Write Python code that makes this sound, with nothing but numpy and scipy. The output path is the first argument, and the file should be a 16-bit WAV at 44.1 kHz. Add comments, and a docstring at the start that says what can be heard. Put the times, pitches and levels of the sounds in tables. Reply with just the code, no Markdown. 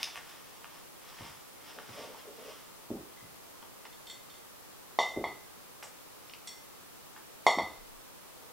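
"""Plastic film snaps and crackles as a hand leaves a stack of wrapped packs; then steps scuff and
clothes rustle by stick-slip friction. Three lidded glass jars are fetched and set down in turn on a
cloth-covered table, which cushions each impact to a dull thud. The second and third clink against a
neighbour, ringing in the normal modes of the glass, and their lids chink when lifted.
A small room adds echoes, standing waves and reverberation, over a steady hush of air."""
import sys
import numpy as np
from scipy import signal
from scipy.fft import rfft, irfft
from scipy.io import wavfile

SR = 44100
rng = np.random.default_rng(int(sys.argv[2]) if len(sys.argv) > 2 else 0)


def unload_audio(sound):
    """Save the sound as a 16-bit wav file, at the path given as the first command line argument."""
    columns = np.transpose(np.atleast_2d(sound))
    # keep every value between -1 and 1, then stretch to whole-number steps
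    steps = np.round(np.clip(columns, -1, 1) * 32767)
    wavfile.write(sys.argv[1], SR, steps.astype(np.int16))


N = 376040

# normal modes of a jar: f/Hz
MODE_HZ = [1242, 2001, 2035, 2062, 2086, 2125, 2250, 3200, 3343, 3456, 3600, 3649, 4258, 4354, 4453, 5480,
           5537, 5750, 5825, 5914, 6363, 6589, 7000, 7522, 8000, 8682, 10585, 11100]
# decay and excitation of each mode: t60/s, then relative level/dB for each of the four struck spots
MODE_RESPONSE = [ (0.23, -28, -9, -28, -26), (0.2, -1.5, 1, -12, -13), (0.42, -1, -2.5, -13, -5),
                 (0.6, -4, -7, -10, 2.5), (0.15, -20, 1.5, -14, 0), (0.065, -12, 2.5, -16, -11),
                 (0.057, -28, -16, -22, -24), (0.068, -15, -15, -4, -7), (0.14, -17, -6.5, -4.5, 7),
                 (0.23, -10, -11, -7, 2), (0.22, -9, -10, 0, -10), (0.56, -4.5, -6.5, -3, -7),
                 (0.2, -39, -21, -11, -9), (0.22, -32, -6, -5, 5), (0.092, -13, -6.5, -1.5, 5),
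                 (0.15, -27, -23, -18, 2), (0.14, -17, -10, -12, 6), (0.22, -19, -24, -13, -2),
                 (0.24, -18, -24, -24, 0), (0.24, -32, -22, -26, -12), (0.32, -33, -31, -20, -8),
                 (0.36, -23, -30, -26, -18), (0.3, -28, -20, -15, -19), (0.18, -39, -18, -9, -26),
                 (0.09, -44, -23, -24, -8), (0.15, -45, -25, -15, -6), (0.04, -44, -20, -24, -4),
                 (0.08, -44.5, -21, -28, -22)]


def amp(db):
    """Amplitude ratio of a level in decibels."""
    return 10 ** (np.asarray(db) / 20)


def unit_rms(x):
    """Normalisation: each row is scaled to rms 1."""
    return x / np.sqrt(np.mean(x ** 2, axis=-1, keepdims=True) + 1e-30)


def curve_at(points, hz):
    """Interpolation along a logarithmic frequency axis."""
    f, value = np.transpose(points)
    return np.interp(np.log(hz + 1), np.log(f + 1), value)


def add(mix, s, sound):
    """Superposition: a sound joins the mix at time s."""
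    part = mix[max(round(s * SR), 0):][:len(sound)]
    part += sound[:len(part)]


def filtered(x, spectrum):
    """Zero-phase filtering by a gain curve (f/Hz, level/dB)."""
    hz = np.fft.rfftfreq(x.shape[-1], 1 / SR)
    return irfft(rfft(x) * amp(curve_at(spectrum, hz)), x.shape[-1])


def coloured(x, spectrum):
    """Spectral shaping, at rms 1."""
    return unit_rms(filtered(x, spectrum))


def convolved(x, response):
    """A linear system convolves its input with its impulse response."""
    return signal.oaconvolve(x, response)[:len(x)]


def pulse(shape_db, size=4096):
    """Minimum phase gives the sharpest causal pulse of a given spectrum; peak 1."""
    hz = abs(np.fft.fftfreq(size, 1 / SR))
    log_gain = np.log(amp(np.maximum(shape_db(hz), -90)))
    spectrum = np.exp(np.conj(signal.hilbert(log_gain)))
    wave = np.fft.ifft(spectrum).real[:size // 2]
    return wave / abs(wave).max()


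def band_pulse(hz, octaves, bass_db):
    """A pulse with one spectral hump above a bass shelf: the narrower the band, the longer it lasts."""
    def shape_db(f):
        bell = -10 / np.log(10) * (np.log2((f + 1) / hz) / octaves) ** 2
        return np.where(f < hz, np.maximum(bell, bass_db), bell)
    return pulse(shape_db)


def grit(decay_s, size=2048):
    """Many tiny contacts sum to exponentially decaying noise, of unit energy."""
    burst = rng.standard_normal(size) * np.exp(-np.arange(size) / SR / decay_s)
    return burst / np.linalg.norm(burst)


def air(rumble_start_s=7.77, rumble_end_s=8.01, fade_s=0.025):
    """Partly uncorrelated noise at the two ears sounds wide: room air, hiss and a brief deep rumble."""
    # spectra of the in-phase air, the antiphase air and the rumble: f/Hz, relative level/dB
    mid_spectrum = [(15, -17), (60, -6.5), (150, -1.5), (250, -1), (520, 2), (680, -0.5), (860, 1.5),
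                    (1250, 1), (1500, -3.5), (2200, -6), (7000, -9.5), (16000, -9)]
    side_spectrum = [(15, 7), (60, -2), (130, 2), (350, 3.5), (550, 1.5), (900, -1.5), (1500, -6),
                     (2500, -8.5), (8000, -11), (14000, -10.5)]
    rumble_spectrum = [(15, -10), (30, 7), (50, -20), (90, -40), (200, -63)]
    mid = amp(-54.5) * coloured(rng.standard_normal(N), mid_spectrum)
    side = amp(-53) * coloured(rng.standard_normal(N), side_spectrum)
    t = np.arange(N) / SR
    gate = np.clip(np.minimum(t - rumble_start_s, rumble_end_s - t) / fade_s, 0, 1)
    rumble = amp(-58) * gate * coloured(rng.standard_normal((2, N)), rumble_spectrum)
    return np.array([mid + side, mid - side]) + rumble


def room(tail_db, echo_db, standing_db, ceiling_db, rise_s=0.0039, standing_t60=0.19):
    """A room's impulse response sums direct sound, early reflections, standing waves and a diffuse tail."""
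    # diffuse field: f/Hz, t60/s, relative level/dB
    reverberation = [(102.5, 0.59, 0.5), (404, 0.43, 0), (900, 0.43, 2.5), (2530, 0.38, -1),
                     (5070, 0.38, -0.5), (7570, 0.33, 9.5), (14000, 0.46, -10)]
    # reflections from nearby walls and ceiling: delay/s, relative gain
    reflections = [(.0028, 0.85), (.0098, 0.95), (.0118, 0.32), (.0132, -0.18), (.0162, -0.037),
                   (.0245, 0.033), (.0362, 0.044)]
    # standing waves at the table: f/Hz in one list, relative level/dB in the other
    standing_hz = [166, 241, 285, 334, 633, 721, 772, 823, 857, 923, 1024, 1097, 1150]
    standing_levels = [8, 11.5, 9.5, 0, 6.5, 9, 3.5, 4, 13, 11, 2, 7, 2]
    hz, frame_s, noise = signal.stft(rng.standard_normal(SR), SR, nperseg=256)
    t60 = curve_at([(f, seconds) for f, seconds, _ in reverberation], hz)
    tail = signal.istft(noise * amp(-60 * frame_s / t60[:, None]), SR, nperseg=256)[1][:SR]
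    t = np.arange(SR) / SR
    build_up = 1 - np.exp(-(t / rise_s) ** 2)
    ceiling_scatter = amp(ceiling_db) * np.exp(-((t - 0.0132) / 0.0021) ** 2)
    tail *= build_up + ceiling_scatter
    tail_spectrum = [(f, db) for f, _, db in reverberation]
    response = amp(tail_db) * filtered(tail / np.linalg.norm(tail), tail_spectrum)
    response[0] += 1  # direct sound
    for delay, gain in reflections:
        response[round(delay * SR)] += gain * amp(echo_db)
    damping = np.log(1000) / standing_t60
    for f, db in zip(standing_hz, standing_levels):
        resonance = 2 * damping / SR * np.cos(2 * np.pi * f * t) * np.exp(-damping * t)
        response += amp(db + standing_db) * resonance
    return response * np.minimum(1, 10 * (1 - t))  # fades over the last 0.1 s


def strokes(rows, rise, ends_db=-20.5):
    """Rubbing grows louder with speed, for the share `rise` of a stroke; overlaps add in power."""
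    t, power = np.arange(N) / SR, np.zeros(N)
    for s, length, db in rows:
        from_peak = np.maximum((s - t) / rise, (t - s) / (1 - rise)) / length  # 1 at either end
        near = from_peak < 4
        power[near] += amp(db + ends_db * from_peak[near]) ** 2
    return np.sqrt(power)


def friction(spectrum, slips_per_s, spread_db):
    """Stick-slip friction: a random stream of tiny, uneven slips, coloured by the surface."""
    sizes = amp(spread_db * np.minimum(rng.exponential(1, N), 4))
    signs = rng.choice([-1, 1], N)
    slipping = rng.random(N) < slips_per_s / SR
    return coloured(sizes * signs * slipping, spectrum)


def rustle():
    """Friction sounds only during motion: film and cloth crackle, and steps scuff more dully."""
    # movements: t/s when fastest, length/s, relative level/dB
    film_strokes = [(.012, 0.3, -46.5), (.168, 0.086, -49), (.31, 0.7, -57), (.59, 0.79, -63.5),
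                    (.755, 0.29, -58), (1.09, 0.24, -57.5), (1.255, 0.52, -52.5), (1.70, 0.33, -54),
                    (1.995, 0.47, -50), (2.19, 0.24, -58), (2.50, 0.54, -54)]
    scuff_strokes = [(1.775, 0.17, -53.5), (1.985, 0.11, -47), (2.045, 0.36, -49.5), (2.285, 0.24, -53.5),
                     (2.405, 0.13, -48), (2.49, 0.24, -52), (8.515, 0.68, -59)]
    # spectra of the rubbing surfaces: f/Hz, relative level/dB
    film_spectrum = [(200, -13), (600, -8), (1150, 3), (1600, 3), (2400, 3), (3300, 4.5), (4100, -4.5),
                     (5200, 1.5), (7300, -16.5), (11000, -11.5), (16000, -31)]
    scuff_spectrum = [(80, -37), (200, -11), (350, -9), (470, 6), (560, 2), (700, -9), (1100, -31),
                      (2500, -48)]
    film = strokes(film_strokes, rise=0.55) * friction(film_spectrum, slips_per_s=2500, spread_db=1.5)
    scuff = strokes(scuff_strokes, rise=0.42) * friction(scuff_spectrum, slips_per_s=1500, spread_db=7.5)
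    return amp(-0.5) * film + amp(-4.5) * scuff


def ticks(snap_gain=0.42):
    """Impulsive excitation: each snap of film or handling tick is a click and a short gritty scrape."""
    # snaps and ticks: t/s, relative level/dB, centre f/Hz, width/octaves, time constant of the grit/s
    snaps = [(0.0304, -19.5, 3200, .35, 0.0005), (0.0304, -19.5, 4800, .3, 0.0005),
             (0.0305, -28, 10000, .3, .0006), (0.0729, -34.5, 1300, .7, 0.0012),
             (0.1576, -29.5, 1950, .8, .0006), (0.1578, -39, 9500, .3, .0008),
             (0.1758, -30.5, 1300, .8, .001), (.2935, -38, 3800, 1.14, .003),
             (.6440, -34.5, 1300, 0.87, 0.00093), (1.1862, -35.5, 1600, 0.77, .004),
             (1.7867, -30.5, 1250, 0.85, 0.0012), (1.8947, -37, 1200, 1.6, .003),
             (2.1453, -47.5, 950, 0.33, .003), (2.272, -47, 425, 0.2, 0.0075),
             (3.6263, -38.5, 895, 1.02, .002), (3.853, -32.5, 1200, 1.17, 0.0042),
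             (4.338, -66, 6580, .012, .02), (5.8268, -31, 1200, 1, 0.009), (5.827, -34, 3500, 2.2, .005),
             (5.831, -31, 6600, 0.4, .012), (5.873, -43, 1800, 1.15, .005), (6.270, -44, 3000, .7, .002),
             (6.297, -38.5, 2950, 0.52, .0015), (6.3364, -33, 2750, 0.55, .001),
             (7.1636, -37, 1400, .8, .008)]
    # colour common to them all: f/Hz, gain/dB
    tick_spectrum = [(2300, 0), (3200, 3.5), (4100, -4), (5100, 4), (6200, -2), (7500, -3), (10000, 1)]
    out = np.zeros(N)
    for s, db, hz, octaves, decay_s in snaps:
        click = band_pulse(hz, octaves, bass_db=-50)
        scrape = signal.fftconvolve(grit(decay_s), click)
        scrape *= np.linalg.norm(click) / np.linalg.norm(scrape)
        add(out, s, amp(db) * snap_gain * click)
        add(out, s, amp(db) * scrape)
    return filtered(out, tick_spectrum)


def thuds(settle_s=0.0088, flat_width=0.78):
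    """A cushioned impact has little treble: a jar or foot gives two low pushes, edge first, then flat."""
    # jar landings and footfalls: t/s, edge level/dB, flat level/dB, centre f/Hz, edge width/octaves
    landings = [(1.209, -36.5, -49, 96, 2.06), (1.893, -42.5, -47, 185, 1.34), (2.904, -32, -28, 295, 0.77),
                (2.97, -39.5, -47, 335, 0.94), (3.227, -52, -70, 131, 1), (5.164, -33, -24, 375, 0.68),
                (7.573, -31.5, -39, 287, 0.56), (7.612, -55, -66, 75, .53)]
    # low boom of table and floor, which reshapes those levels: f/Hz, gain/dB
    boom = [(25, -28), (42, 3), (62, 3), (95, -3.5), (155, 5), (200, -4), (300, -2)]
    out = np.zeros(N)
    for s, edge_db, flat_db, hz, octaves in landings:
        add(out, s, amp(edge_db) * band_pulse(hz, octaves, bass_db=-25))
        add(out, s + settle_s, amp(flat_db) * band_pulse(hz, octaves * flat_width, bass_db=-16))
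    return filtered(out, boom)


def glass_modes(space, split=0.0054, spread_s=0.0016):
    """Ribbed glass is never quite round, so each damped mode splits into a beating pair; rows at rms 1."""
    hz, t60 = np.array(MODE_HZ)[:, None], np.array(MODE_RESPONSE)[:, :1]
    t = np.arange(SR) / SR
    phase = 2 * np.pi * hz * t
    twin_ratio = 1 + split * rng.standard_normal(hz.shape)
    modes = np.sin(phase) + np.sin(phase * twin_ratio)
    modes *= np.exp(-np.log(1000) * t / t60)
    modes *= 1 - np.exp(-(t / spread_s) ** 2)  # each mode swells in over about a millisecond, so its onset is soft
    return unit_rms(np.array([convolved(mode, space) for mode in modes]))


def contact_gain(hz, cutoff_hz):
    """A contact acts as a low-pass filter: the softer it is, the less treble it excites."""
    return 1 / np.sqrt(1 + (hz / cutoff_hz) ** 4)


def clinks(space, rattle_s=0.046, crack_s=0.0012):
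    """Impact of glass on glass excites the modes, with a hollow knock, a crack and a rattle of the lid."""
    # names of the struck spots: wall of the second jar, of the third, lid of the second, of the third
    spots = ("wall 2", "wall 3", "lid 2", "lid 3")
    # blows: t/s, knock level/dB, ring level/dB, contact cutoff f/Hz, spot
    blows = [ (3.172, -75, -74, 1780, "wall 2"), (3.206, -75, -77, 1800, "wall 2"),
             (3.928, -64, -79, 9000, "lid 2"), (4.069, -61, -71, 12200, "lid 2"),
             (4.098, -61, -67, 12300, "lid 2"), (4.298, -70, -76.5, 6000, "lid 2"),
             (4.340, -70, -79.5, 7000, "lid 2"), (4.988, -13, -46.5, 13060, "wall 2"),
             (5.2405, -23, -57.5, 2900, "wall 3"), (6.4732, -67, -73.5, 11000, "lid 3"),
             (6.4772, -70, -77.5, 11000, "lid 3"), (7.4660, -8, -46, 11840, "wall 3"),
             (7.5853, -17.5, -56, 5550, "wall 3")]
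    # contact noise at each spot, relative to the ring: rattle level/dB, crack level/dB, crack f/Hz
    contact_noise = [(-11, -20, 2800), (-14, -14.5, 4900), (-13, -7, 4000), (-15, 5.5, 5400)]
    # one push of air as the whole jar recoils: f/Hz, relative level/dB
    knock_spectrum = [(20, -49), (70, -35), (160, -28), (280, -13.5), (500, -2), (750, 3.5), (950, 1),
                      (1150, 0.5), (1350, -16), (1600, -36.5), (3000, -32), (8000, -54)]
    # dense rattle of lid and glass: f/Hz, relative level/dB
    rattle_spectrum = [(800, -11), (1800, -27), (3000, 9), (5000, 2), (7000, -8), (9000, -14), (11000, -8),
                       (16000, -25)]
    rings = glass_modes(space)
    recoil = pulse(lambda f: curve_at(knock_spectrum, f))
    knock = convolved(np.pad(recoil, (0, SR)), space)
    mode_hz, bin_hz = np.array(MODE_HZ), np.fft.rfftfreq(SR, 1 / SR)
    spot_db = np.transpose(MODE_RESPONSE)[1:]
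    out = np.zeros(N)
    for s, knock_db, ring_db, cutoff_hz, spot_name in blows:
        spot = spots.index(spot_name)
        rattle_db, crack_db, crack_hz = contact_noise[spot]
        rattle = coloured(grit(rattle_s, size=SR), rattle_spectrum)
        crack = convolved(grit(crack_s, size=SR), band_pulse(crack_hz, octaves=1.0, bass_db=-37))
        noise = amp(rattle_db) * rattle + amp(crack_db) * unit_rms(crack)
        softened = irfft(rfft(noise) * contact_gain(bin_hz, cutoff_hz), SR)
        ring = (contact_gain(mode_hz, cutoff_hz) * amp(spot_db[spot])) @ rings
        add(out, s, amp(knock_db) * knock)
        add(out, s, amp(ring_db) * (ring + convolved(softened, space)))
    return out


def scene():
    """Superposition: all handling reaches the centre through the room, over a wide bed of air."""
    clink_space = room(tail_db=-0.5, echo_db=-17.0, standing_db=-6.0, ceiling_db=0.0)
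    thud_space = room(tail_db=4.0, echo_db=-13.0, standing_db=2.0, ceiling_db=-6.0)
    handling_space = room(tail_db=-0.5, echo_db=-14.5, standing_db=1.5, ceiling_db=2.0)
    impacts = clinks(clink_space) + convolved(thuds(), thud_space)
    handling = convolved(ticks() + rustle(), handling_space)
    return air() + handling + impacts


def record(dry):
    """Band limiting: a linear-phase low-pass filter removes the highest treble."""
    cutoff_hz = 15850
    low_pass = signal.firwin(511, cutoff_hz, window=("kaiser", 9), fs=SR)
    return signal.oaconvolve(dry, low_pass[None], "same", axes=1)


dry = scene()
out = record(dry)
unload_audio(out)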